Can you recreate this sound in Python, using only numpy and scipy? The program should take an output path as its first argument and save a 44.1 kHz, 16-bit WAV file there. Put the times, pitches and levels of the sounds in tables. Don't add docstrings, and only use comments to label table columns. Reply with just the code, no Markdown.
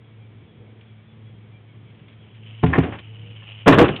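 import sys
import numpy as np
from scipy import signal
from scipy.fft import rfft, irfft
from scipy.io import wavfile
from scipy.ndimage import uniform_filter1d

SR = 44100
rng = np.random.default_rng(int(sys.argv[2]) if len(sys.argv) > 2 else 0)


def wav_out(sig):
    wavfile.write(sys.argv[1], SR, np.round(np.clip(np.atleast_2d(sig).T, -1, 1) * 32767).astype(np.int16))


N = 176400

# f/Hz, relative level/dB
WIND_SPECTRUM = [(25, -32), (42, -12.5), (62, -7), (120, 6), (185, -2), (270, -9.5), (400, -13),
                 (600, -22.5), (900, -24.5), (1500, -38.5)]
HISS_SPECTRUM = [(400, 0.5), (900, -1), (1700, -2), (2300, 0.5), (2800, -4), (3350, -2), (4000, -10)]
DRONE_SPECTRUM = [(230, -7.5), (300, -2), (380, -3.5), (465, -1), (560, -10.5), (800, -16), (1100, -26.5)]
PAWL_SPECTRUM = [(500, -13.5), (1500, -16.5), (2100, -10.5), (2600, -3), (2950, -2.5), (3200, -6.5),
                 (3600, -17)]
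CHAIN_SPECTRUM = [(200, 3), (600, 3), (1100, 0.5), (1800, -2), (2600, -2), (3300, -7.5), (4000, -20.5)]
SCUFF_SPECTRUM = [(40, -22), (90, -7), (300, 7), (480, -3.5), (630, -11.5), (735, -2), (920, -14.5),
                  (1100, -12), (1300, -19), (1700, -16), (2500, -21), (3600, -28)]
CRUNCH_SPECTRUM = [(30, -28), (70, -6), (140, 0), (300, 0.5), (430, 0), (600, -5), (790, -7.5), (900, -13),
                   (1080, -7), (1280, -12), (1400, -12.5), (1600, -13), (2100, -20), (3200, -21.5),
                   (4200, -35.5)]
# t/s, level/dB
WIND_ENVELOPE = [(0, -51), (.6, -50.5), (1, -53), (1.6, -48), (2.2, -50.5), (3, -49), (4, -53)]
DRONE_ENVELOPE = [(0, -60.5), (.35, -61), (.68, -53), (.9, -66.5), (1.25, -61), (1.65, -61), (1.9, -61.5),
                  (2.5, -60.5), (4, -67.5)]
HUM_ENVELOPE = [(0, -56), (.18, -45), (.8, -50.5), (.93, -44.5), (1.07, -55), (1.2, -43), (1.7, -46.5),
                (2.27, -49.5), (2.55, -39.5), (2.95, -38), (3.01, -49), (3.07, -39), (3.6, -42), (3.8, -39),
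                (4, -43)]
OCTAVE_ENVELOPE = [(0, -58), (.55, -60), (.85, -55), (1.25, -54), (1.6, -65.5), (2.2, -56.5), (2.55, -58),
                   (3.1, -67), (4, -65)]
FREEWHEEL_ENVELOPE = [(0, -75), (1.8, -73), (2.28, -64.5), (2.37, -61), (2.47, -54), (2.6, -54.5),
                      (3.0, -56), (3.1, -53.5), (3.25, -54.5), (3.5, -46), (3.65, -49), (4, -45)]
# f/Hz, level/dB
CHIRP_VOICES = [(2280, -63), (3300, -63.5)]
# t/s, f/Hz
WHINE_GLIDE = [(3.06, 429), (3.2, 470), (3.35, 478)]
# t/s, level/dB
CHAIN_TICKS = [(.808, -53), (1.9, -56.5), (1.945, -56), (1.988, -55), (2.08, -50.5), (2.125, -55.5),
               (2.347, -51.5)]
# t/s, level/dB, T60/s, relative frame ring/dB, tilt/(dB per octave)
CHAIN_SLAPS = [(2.661, -28.5, 0.12, -13, 4), (2.73, -24, 0.24, 5.5, -1.5), (2.735, -24.5, .08, 13.5, 0),
               (2.754, -21.5, 0.16, 5, -3.5), (2.802, -34, 0.29, 6, 0), (2.831, -28.5, 0.11, -1, -0.5),
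               (2.866, -32, 0.25, -17, -4), (2.923, -31, .2, -3, -2), (2.954, -44, .12, -12, 2),
               (2.986, -35.5, 0.068, -6, 10.5), (3.422, -54, .06, 8, -3), (3.678, -7, .08, -1, -1),
               (3.724, -19, 0.11, 5, 23), (3.786, -13, 0.07, -10, 12.5), (3.812, -12, 0.23, -11, -12),
               (3.843, -23, 0.1, -13, 8.5), (3.881, -25.5, 0.093, -15, 9), (3.921, -32.5, 0.45, -15, -7),
               (3.959, -30, 0.075, -11, 15.5), (3.984, -39, 0.17, -26, -5)]
# f/Hz, relative level/dB, T60/s
FRAME_MODES = [(1079, -6, 0.085), (1404, -8, 0.039), (1650, -5, 0.037), (1723, -5, 0.063),
               (1819, -1, 0.048), (2090, -13.5, 0.083), (2375, -13, 0.05), (2940, -29.5, 0.071)]
RAMP_MODES = [(81.9, -6.5, 0.35), (119, -12.5, 0.31), (142, 0.5, .05), (161, -4.5, 0.22),
              (261.6, -7.5, 0.18), (335.5, -7.5, 0.081), (426.4, -10, .11), (564, -17.5, .07),
              (721, -11.5, 0.073), (873, -14, 0.063), (1013, -12.5, .08), (1424, -18.5, 0.1),
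              (1470, -28, .08)]
# t/s, relative level/dB, contact time/s
RAMP_BLOWS = [(2.6367, 3.5, 0.00092), (2.6434, -2, 0.0034), (2.671, -9, 0.0036), (2.686, -12, .003),
              (2.724, -17, 0.0039), (2.7835, 1, 0.0017), (2.7906, -0.5, .004), (2.805, -12, 0.0086),
              (2.862, -18, .003), (2.926, -25.5, 0.00077)]
# t/s, level/dB, rise/s, T60/s
BOARD_SCUFFS = [(2.629, -16.5, 0.0046, 0.073), (2.636, -9, .0015, 0.044), (2.68, -27.5, 0.023, 0.59),
                (2.751, -22, 0.0069, 0.079), (2.779, -15.5, 0.0028, 0.083), (2.784, -10.5, 0.0015, 0.057),
                (2.82, -23, 0.019, 0.29)]
GROUND_CRUNCHES = [(3.659, -14, 0.0065, 0.19), (3.668, -2, 0.0087, 0.23), (3.722, -5.5, 0.0028, 0.18),
                   (3.775, -9.5, 0.0022, 0.077), (3.784, -3.5, 0.0024, 0.13), (3.81, -7, 0.0043, 0.26),
                   (3.889, -17.5, 0.0035, 0.085), (3.938, -31, 0.005, 0.21)]
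# t/s, level/dB, f/Hz, T60/s
WHEEL_BOOMS = [(3.669, -1, 321.5, 0.18), (3.692, -3.5, 274.9, 0.21), (3.748, -7, 151, 0.095),
               (3.786, -14, 539, .1), (3.798, 1.5, 479.8, .13), (3.814, -4, 352.6, .2),
               (3.895, -12, 145.7, 0.13)]
# ratio to the boom's frequency, relative level/dB
WHEEL_MODES = [(0.499, -13.5), (1, -2.5), (1.329, -9.5), (2.3, -18.5)]


def undb(db):
    return 10 ** (np.asarray(db) / 20)


def clock():
    return np.arange(N) / SR


def curve(rows):
    return np.interp(clock(), *np.array(rows).T)


def wander(rate_hz):
    hold = max(int(SR / rate_hz), 1)
    steps = np.repeat(rng.standard_normal(N // hold + 1), hold)
    smooth = uniform_filter1d(steps, hold)[:N]
    return smooth / smooth.std()


def shape(x, spectrum, tilt_db=0):
    octave = np.log2(np.maximum(np.fft.rfftfreq(len(x), 1 / SR), 1))
    hz, db = np.array(spectrum).T
    knots = np.log2(hz)
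    slope = tilt_db * np.clip(octave, knots[0], knots[-1])
    rolloff = 40 * np.maximum(octave - knots[-1], 0) + 12 * np.maximum(knots[0] - octave, 0)
    shaped = irfft(rfft(x) * undb(np.interp(octave, knots, db) + slope - rolloff), len(x))
    return shaped / shaped.std()


def burst(spectrum, rise, t60, grain_db, tilt_db=0):
    t = np.arange(SR // 2) / SR
    grains = np.repeat(rng.standard_normal(len(t) // 30), 30)
    swarm = shape(rng.standard_normal(len(t)) * undb(grain_db * grains), spectrum, tilt_db)
    return swarm * np.minimum(t / rise, 1) * undb(-60 * np.maximum(t - rise, 0) / t60)


def ring(modes, rise):
    t = np.arange(SR) / SR
    vibration = sum(undb(db - 60 * t / t60) * np.sin(2 * np.pi * hz * t) for hz, db, t60 in modes)
    return (1 - np.exp(-t / rise)) * vibration


def add(out, start, sound):
    i = min(int(start * SR), N)
    out[i:i + len(sound)] += sound[:N - i]


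def wind():
    gusts = undb(curve(WIND_ENVELOPE) - 0.5 * wander(4.14) + 1.27 * wander(15))
    rumble = gusts * shape(rng.standard_normal(N), WIND_SPECTRUM)
    hiss = undb(-61 + .5 * wander(26)) * shape(rng.standard_normal(N), HISS_SPECTRUM)
    return rumble + hiss


def drone():
    return undb(curve(DRONE_ENVELOPE)) * shape(rng.standard_normal(N), DRONE_SPECTRUM)


def chirps():
    length_s, mean_gap_s = .08, .16
    out, count = np.zeros(N), int(N / SR / mean_gap_s)
    progress = np.arange(int(length_s * SR)) / (length_s * SR)
    envelope = np.sin(np.pi * progress)
    for hz, db in CHIRP_VOICES:
        roughness = wander(400)
        for k, (late, detune, strength) in enumerate(rng.standard_normal((count, 3))):
            start = (k + np.clip(.5 + .3 * late, 0, 1)) * mean_gap_s
            jitter = np.roll(roughness, -int(start * SR))[:len(progress)]
            pitch = hz * (1 + .02 * detune - .03 * (progress - .5) + .012 * jitter)
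            tone = np.sin(2 * np.pi * np.cumsum(pitch) / SR)
            add(out, start, undb(db + 2.5 * strength) * envelope * tone)
    return out


def hum(pitch_hz=109.1):
    phase = 2 * np.pi * np.cumsum(pitch_hz * (1 + .008 * wander(9))) / SR
    fundamental = undb(curve(HUM_ENVELOPE)) * np.sin(phase)
    octave = undb(curve(OCTAVE_ENVELOPE) + 0.74 * wander(15)) * np.sin(2 * phase)
    return np.sqrt(2) * (fundamental + octave)


def whine(rms_db=-58, fade_s=0.032):
    t, start, end = clock(), WHINE_GLIDE[0][0], WHINE_GLIDE[-1][0]
    gate = np.clip(np.minimum(t - start, end - t) / fade_s, 0, 1)
    phase = 2 * np.pi * np.cumsum(curve(WHINE_GLIDE)) / SR
    return np.sqrt(2) * undb(rms_db) * gate * np.sin(phase)


def freewheel(pawl_hz=106.6, hub_hz=3037, sag_hz_per_s=130, takeoff_s=2.6):
    tooth_phase = np.cumsum(pawl_hz * (1 + .04 * wander(3.5))) / SR % 1
    pawls = np.exp(-tooth_phase / 0.81) * undb(2.3 * wander(70))
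    centre_hz = hub_hz - sag_hz_per_s * (clock() - takeoff_s)
    pitch = centre_hz * (1 + 0.039 * wander(500))
    hub = pawls * np.sin(2 * np.pi * np.cumsum(pitch) / SR)
    rasp = shape(pawls * rng.standard_normal(N), PAWL_SPECTRUM)
    whirr = rasp + undb(-2) * hub / hub.std()
    return whirr * undb(curve(FREEWHEEL_ENVELOPE) + 0.56 * wander(27))


def chain_ticks():
    out = np.zeros(N)
    for start, db in CHAIN_TICKS:
        add(out, start, undb(db) * burst(CHAIN_SPECTRUM, rise=0.003, t60=0.11, grain_db=3, tilt_db=12))
    return out


def clanks():
    out = np.zeros(N)
    for start, db, t60, ring_db, tilt_db in CHAIN_SLAPS:
        detune = 1 + 0.011 * rng.standard_normal(len(FRAME_MODES))
        modes = [(hz * d, mode_db, decay) for (hz, mode_db, decay), d in zip(FRAME_MODES, detune)]
        rattle = burst(CHAIN_SPECTRUM, rise=0.003, t60=t60, grain_db=3, tilt_db=tilt_db)
        add(out, start, undb(db) * rattle)
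        add(out, start, undb(db + ring_db) * ring(modes, rise=0.001))
    return out


def ramp():
    out = np.zeros(N)
    boards = undb(-10) * ring(RAMP_MODES, rise=.0006)
    for start, db, contact_s in RAMP_BLOWS:
        pole = np.exp(-2 * np.pi / (contact_s * SR))
        add(out, start, undb(db) * signal.lfilter([1 - pole], [1, -pole], boards))
    for start, db, rise, t60 in BOARD_SCUFFS:
        add(out, start, undb(db) * burst(SCUFF_SPECTRUM, rise, t60, grain_db=1))
    return out


def landing():
    out = np.zeros(N)
    for start, db, rise, t60 in GROUND_CRUNCHES:
        add(out, start, undb(db) * burst(CRUNCH_SPECTRUM, rise, t60, grain_db=1))
    for start, db, hz, t60 in WHEEL_BOOMS:
        modes = [(hz * ratio, mode_db, t60) for ratio, mode_db in WHEEL_MODES]
        add(out, start, undb(db) * ring(modes, rise=0.0012))
    return out


def scene():
    jump = ramp() + clanks() + landing() + freewheel() + whine()
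    background = hum() + wind() + drone() + chirps()
    return (jump + background + chain_ticks())[None]


def record(dry, low_hz=53.7, high_hz=3660, order=11.2, ceiling=.69):
    hz = np.fft.rfftfreq(2 * N, 1 / SR)
    treble_loss = np.sqrt(1 + (hz / high_hz) ** (2 * order))
    dull = irfft(rfft(dry, 2 * N) / treble_loss)[:, :N]
    narrow = signal.sosfilt(signal.butter(3, low_hz, "high", fs=SR, output="sos"), dull)
    clipped = np.clip(narrow, -ceiling, ceiling)
    top_cut = signal.ellip(8, .2, 70, 16000, fs=SR, output="sos")
    return signal.sosfilt(top_cut, clipped)


dry = scene()
out = record(dry)
wav_out(out)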